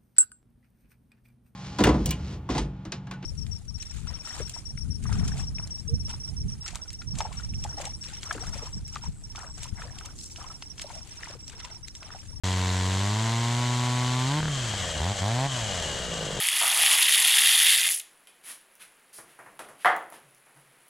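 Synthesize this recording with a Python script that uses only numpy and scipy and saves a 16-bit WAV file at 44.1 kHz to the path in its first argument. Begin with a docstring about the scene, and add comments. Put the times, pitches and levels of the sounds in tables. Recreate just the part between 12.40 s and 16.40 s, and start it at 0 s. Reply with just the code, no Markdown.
"""A two-stroke chainsaw labours through a metal pipe, close by on a lawn. It gains speed as the cut
opens, races and stutters when the ring drops off, is blipped twice and coasts towards idle.
Each firing is a thump of gas, a crack through the muffler and a jet of hiss; with the throttle shut
the piston pumps soft puffs of air. The wet chain rattles round its ringing bar and whines on its
sprocket, over a low rumble of air."""
import sys
import numpy as np
from scipy import signal
from scipy.io import wavfile
from scipy.ndimage import uniform_filter1d

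SR = 44100
rng = np.random.default_rng(int(sys.argv[2]) if len(sys.argv) > 2 else 0)


def master_out(mix):
    """Clip the mix to full scale and print it as 16-bit PCM to the path in sys.argv[1]."""
    frames = np.transpose(np.atleast_2d(mix))
    ceiling = np.clip(frames, -1, 1)
    pcm = np.round(ceiling * 32767).astype(np.int16)
    wavfile.write(sys.argv[1], SR, pcm)


N = 176400
T = np.arange(N) / SR
CRUISE_HZ = 124  # reference engine speed


# Revs of the engine: time_s, speed_hz
ENGINE_SPEED = [(0.0, 92.61), (0.25, 91.95), (0.45, 92.2), (0.58, 95.63), (0.7, 103.27), (0.82, 111.55),
                (0.97, 116.13), (1.2, 121.74), (1.55, 123.49), (1.75, 125.3), (1.85, 128.91),
                (1.97, 152.78), (2.06, 156.16), (2.17, 132.96), (2.3, 107.63), (2.45, 89.09), (2.6, 71.33),
                (2.72, 104.52), (2.81, 90.51), (2.91, 114.36), (2.98, 125.43), (3.065, 140.79),
                (3.18, 119.74), (3.32, 95.28), (3.5, 72.92), (3.65, 59.7), (3.8, 52.8), (4.0, 46.94)]
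def crankshaft():
    """The engine's speed and its running count of turns, which drive the saw."""
    speed = curve(ENGINE_SPEED)
    return speed, .17 + np.cumsum(speed) / SR


# The long cut and two blips: start_s, end_s, gas_flow_db, load_fraction
THROTTLE_OPEN = [(0, 2.0, 2, 0.84), (2.601, 2.726, -0.5, 0.11), (2.815, 3.068, 1.5, 0.03)]
def throttle(ramp_s=.016):
    """Gates for throttle shut, gas flow, firing under load and revving free."""
    gates = np.zeros((4, N))
    for start, end, flow_db, load in THROTTLE_OPEN:
        gate = np.clip(np.minimum(T - start, end - T) / ramp_s + .5, 0, 1)
        gates += np.outer([1, amp(flow_db), load, 1 - load], gate)
    opened, flow, loaded, free = gates
    return 1 - opened, flow, loaded, free


# Low body of the exhaust: harmonic, level_db
THUMP_HARMONICS = [(1, 0.5), (2, -8.5), (3, -17.5)]
def exhaust_thump(turns, flow):
    """A smooth swell of gas follows each opening of the exhaust port."""
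    return amp(-22.5) * harmonics(turns, THUMP_HARMONICS) * flow


# Bite of the exhaust crack: time_s, level_db
CRACK_LEVEL = [(0, 0), (.55, 0), (.9, 2), (1.3, 1), (1.8, 1.5), (2.0, 2), (2.6, 6), (2.72, 5), (2.82, 6),
               (2.91, 7), (2.945, 1), (2.99, 7), (3.07, 9)]
# Bright muffler tone under load: freq_hz, gain_db
LOADED_EQ = [(200, -25), (380, -16), (490, -18.5), (620, 0), (780, -1), (980, 7.5), (1120, 1.5),
             (1260, -13.5), (1480, -2.5), (1700, -10.5), (2050, -2.5), (2550, -14.5), (3200, -9),
             (4000, -10.5), (5200, -22.5), (12000, -52)]
# Darker muffler tone when revving free: freq_hz, gain_db
FREE_EQ = [(200, -11.5), (380, -7.5), (520, -4.5), (680, 3.5), (850, 0.5), (1050, -4), (1300, -16.5),
           (1650, -14.5), (2050, -12.5), (2600, -20), (4000, -38.5), (12000, -85)]
def exhaust_crack(turns, loaded, free):
    """On open throttle, one firing a turn cracks through the muffler."""
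    pulses = beats(turns, spread_db=1.2, jitter_s=.00002) * amp(curve(CRACK_LEVEL))
    return amp(-31.5) * evened(colour(pulses * free, FREE_EQ) - colour(pulses * loaded, LOADED_EQ))


# Tone of the gas hiss: freq_hz, gain_db
JET_EQ = [(150, -11), (500, -10), (1100, 4), (1400, -1.5), (2000, 1.5), (2500, -3.5), (3300, 2), (4100, 3),
          (5200, -4.5), (7600, -3), (8800, -10.5), (11000, -19.5), (15000, -32)]
def gas_jet(turns, flow, decay_turns=.32):
    """Escaping gas and biting teeth give a burst of hiss on each firing."""
    burst = (.16 + np.exp(-(turns % 1) / decay_turns)) * flow
    mid, side = (evened(colour(burst * noise, JET_EQ)) for noise in rng.standard_normal((2, N)))
    return amp(-34) * place(mid, .29 * side, left_db=.54)


# Lone firings off the throttle: start_s, level_db, sharpness_fraction
STRAY_FIRINGS = [(2.0045, 5.5, 0.56), (2.030, 4, 0.76), (2.056, 3.5, 0.74), (2.082, 3, 0.65),
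                 (2.338, 0, 0.1), (2.446, -7, 0.3), (2.567, -2.5, 0.1), (3.813, -24, 0.3), (3.9, -9, 0.2),
                 (3.977, -10, 0.1)]
# Tone of a sharp misfire: freq_hz, gain_db
MISFIRE_EQ = [(200, -6), (600, -9), (950, -5), (1250, -9.5), (1580, 3), (1850, -3), (2300, -13),
              (3300, -10), (5000, -20), (12000, -40)]
def pops(push_s=.0012):
    """Each stray firing is a crack, part dull and part sharp, with one push of gas."""
    times, db, sharpness = np.transpose(STRAY_FIRINGS)
    hits = clicks(times, amp(db))
    sharp = clicks(times, amp(db) * sharpness)
    crack = colour(hits - sharp, FREE_EQ) - colour(sharp, MISFIRE_EQ)
    age = T[:SR // 20] / push_s
    push = signal.oaconvolve(hits, age * (2 - age) * np.exp(-age))[:N]
    return amp(8) * crack + amp(-16.5) * push


def muffler_drone(speed, turns, loaded, db_per_octave=-38):
    """The muffler body drones while the engine labours at low speed."""
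    labour = loaded * amp(db_per_octave * np.log2(speed / CRUISE_HZ))
    pulses = beats(turns, spread_db=1.2, jitter_s=.00002) * labour
    return amp(-43.5) * evened(formant(pulses, hz=414, width_hz=120))


# Hum of the coasting engine: harmonic, level_db
HUM_HARMONICS = [(1, 1.5), (2, -14.5), (3, -20.5)]
# Fader on the unfired puffs: time_s, level_db
PUFF_FADER = [(2.1, -26), (2.3, -14), (2.5, 0), (2.78, 1), (3.1, -2.5), (3.4, 0.5), (4, 2)]
def coasting(speed, turns, shut):
    """Unfired, the piston pumps air: a hum, low gulps, and puffs whose pitch sinks with the revs."""
    octaves = np.log2(speed / CRUISE_HZ)
    hum = amp(-31 + 15.5 * octaves) * harmonics(turns, HUM_HARMONICS)
    strokes = evened(beats(turns, spread_db=1, jitter_s=.00008))
    air = evened(np.exp(-(turns % 1) / 1.05) * rng.standard_normal(N))
    drive = strokes + .44 * air
    slow_boost = amp(-5 * octaves)
    puffs = evened(slow_boost * formant(drive, hz=298 + 3.37 * speed, width_hz=217))
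    gulps = evened(slow_boost ** 2 * formant(drive, hz=155.4, width_hz=66))
    return shut * (hum + amp(-42 + curve(PUFF_FADER)) * puffs + amp(-47) * gulps)


# Tone of the chain rattle: freq_hz, gain_db
RATTLE_EQ = [(150, -19), (330, -12.5), (600, -0.5), (900, -6), (1200, -4), (1350, -7.5), (1550, -2.5),
             (1950, -5.5), (2450, -8.5), (3000, -3), (3550, -8), (4000, -7), (5300, -10.5), (6400, -6),
             (7800, -6), (8500, -14.5), (10500, -22.5), (12500, -33), (15500, -47)]
# Metallic ring of the guide bar: pitch_hz, width_hz, level_db
BAR_MODES = [(1730, 110, -18.5), (1890, 54, -12), (3120, 74, 0), (3190, 33, 6.5), (6220, 97, -15),
             (6900, 90, -10), (7380, 190, -7.5)]
# Chain faders, the bar damped during the cut: time_s, rattle_db, ring_db, sing_db
CHAIN_FADERS = [(0, 4, -9, -17), (1.0, 3.5, -13, -12), (1.8, 3.5, -5, -8), (2.08, -0.5, -7, -17),
                (2.17, 1.5, -2.5, -8), (2.57, -0.5, -2.5, -4), (2.9, 2.5, -3, -5), (3.15, 2.5, -5, -2),
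                (3.55, 0, -7, 3.5), (3.85, -0.5, -4, 1), (4, -2.5, -5, -9)]
def chain(speed, turns, links_per_turn=24):
    """Links slap at scattered points of each turn and ring the bar, in a hiss of flung water."""
    slaps = sum(beats(turns + offset, spread_db=2, jitter_s=.00006) * np.sign(polarity - .5)
                for offset, polarity in rng.random((links_per_turn, 2)))
    flutter = amp(.98 * waver(samples=600))
    spray = .97 * rng.standard_normal(N)
    drive = (evened(slaps) + spray) * flutter
    rattle = evened(colour(drive, RATTLE_EQ))
    ring = evened(sum(amp(db) * resonate(drive, hz, width) for hz, width, db in BAR_MODES))
    sing = evened(formant(drive, hz=2754 + 1.8 * speed, width_hz=180))  # one bar mode follows the revs
    return (amp(-34.5 + curve(CHAIN_FADERS, column=1)) * rattle
            + amp(-39.5 + curve(CHAIN_FADERS, column=2)) * ring
            + amp(-44 + curve(CHAIN_FADERS, column=3)) * sing)


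# Partials of the sprocket: engine_harmonic, level_db
WHINE_PARTIALS = [(6, -1.5), (8, 6), (12, -12), (13, -7)]
def sprocket_whine(speed, turns, shut, waver_db=4):
    """Off the throttle, the slack chain whines on its sprocket, sinking and fading with the revs."""
    tone = np.zeros(N)
    for harmonic, db in WHINE_PARTIALS:
        level = amp(db + waver_db * waver(samples=1500))
        tone += level * np.cos(2 * np.pi * (harmonic * turns + rng.random()))
    return amp(-47.5) * evened(tone) * shut * speed / CRUISE_HZ


def yard_echo(x, t60_s=.12):
    """The surroundings scatter back a faint, short tail of mids and treble."""
    t = T[:SR // 4]
    tail = rng.standard_normal((2, len(t))) * amp(-60 * t / t60_s) * (t > .004)
    tail = signal.sosfilt(signal.butter(2, 400, "high", fs=SR, output="sos"), tail)
    return amp(-19) * signal.oaconvolve(x, tail / np.linalg.norm(tail[0]), axes=1)[:, :N]


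# Tone of the low air bed: freq_hz, gain_db
AIR_EQ = [(15, -8), (40, -4), (120, -0.5), (250, -12), (600, -13.5), (2000, -55)]
def air_rumble():
    """Air stirs softly round the microphone."""
    mid, side = (evened(colour(noise, AIR_EQ)) for noise in rng.standard_normal((2, N)))
    return amp(-41.5) * place(mid, .37 * side, left_db=0)


def amp(db):
    """Decibels to gain."""
    return 10 ** (np.asarray(db) / 20)


def evened(x):
    """Scales to an rms of 1."""
    return x / np.sqrt(np.mean(x ** 2) + 1e-20)


def curve(table, column=1):
    """One column of a time table at every sample."""
    rows = np.array(table)
    return np.interp(T, rows[:, 0], rows[:, column])


def waver(samples):
    """Smoothed random drift with an rms of 1."""
    return evened(uniform_filter1d(rng.standard_normal(N), size=samples))


def colour(x, eq):
    """Minimum-phase filter that follows an EQ curve."""
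    bins_hz = abs(np.fft.fftfreq(4096, 1 / SR))
    hz, db = np.transpose(eq)
    log_gain = np.log(amp(np.interp(np.log(bins_hz + 1), np.log(hz + 1), db)))
    taps = np.fft.ifft(np.exp(np.conj(signal.hilbert(log_gain)))).real[:2048]
    return signal.oaconvolve(x, taps)[:N]


def resonate(x, hz, width_hz):
    """A steady or moving resonance of gain 1."""
    carrier = np.exp(2j * np.pi * np.cumsum(hz * np.ones(N)) / SR)
    pole = np.exp(-np.pi * width_hz / SR)
    return 2 * (carrier * signal.lfilter([1 - pole], [1, -pole], x / carrier + 1e-18)).real


def formant(x, hz, width_hz):
    """Two equal resonances in series, for steeper skirts."""
    return resonate(resonate(x, hz, width_hz), hz, width_hz)


def harmonics(turns, partials, lag_turns=.21):
    """A tone locked to the crankshaft, one row per successive harmonic."""
    phase = 2 * np.pi * (turns - lag_turns)
    return evened(sum(amp(db) * np.cos(k * phase) for k, (_, db) in enumerate(partials, 1)))


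def clicks(times, sizes):
    """Band-limited impulses at exact times."""
    at = (times * SR).astype(int)[:, None] + np.arange(-7, 9)
    gap = at - times[:, None] * SR
    shape = np.sinc(gap) * np.sinc(gap / 8)
    return np.bincount(np.clip(at, 0, N).ravel(), (shape * sizes[:, None]).ravel(), N + 1)[:N]


def beats(turns, spread_db, jitter_s):
    """One click a turn, uneven in strength and timing."""
    times = np.interp(np.arange(1, turns[-1]), turns, T)
    size, late = rng.standard_normal((8000, 2))[:len(times)].T
    return clicks(times + jitter_s * late, amp(spread_db * size))


def place(mid, side, left_db):
    """Mid and side to stereo, leaning left."""
    return np.array([(mid + side) * amp(left_db), (mid - side) * amp(-left_db)])


def scene():
    """One crankshaft drives every part of the saw; echo and air sit behind it."""
    speed, turns = crankshaft()
    shut, flow, loaded, free = throttle()
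    firing = exhaust_thump(turns, flow) + exhaust_crack(turns, loaded, free) + gas_jet(turns, flow)
    engine = firing + pops() + muffler_drone(speed, turns, loaded) + coasting(speed, turns, shut)
    chain_mid, chain_side = chain(speed, turns), chain(speed, turns)
    saw = engine + place(chain_mid, .23 * chain_side, left_db=1.4) + sprocket_whine(speed, turns, shut)
    return saw + yard_echo(saw) + air_rumble()


def record(dry, threshold_db=-30, slope=.58, release_db_per_s=92):
    """A compressor holds the firing engine down; a low-pass trims the top treble."""
    power_db = 10 * np.log10(abs(uniform_filter1d((dry ** 2).mean(0), size=900)) + 1e-12)
    release = T * release_db_per_s
    peak_db = np.maximum.accumulate(power_db + release) - release
    over_db = np.maximum(peak_db - threshold_db, 0)
    held = dry * amp(-slope * uniform_filter1d(over_db, size=300))
    held *= T > .036  # the sound cuts in after an instant of silence
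    low_pass = signal.firwin(511, 15200, window=("kaiser", 9), fs=SR)
    return signal.oaconvolve(held, low_pass[None], "same")


dry = scene()
out = record(dry)
master_out(out)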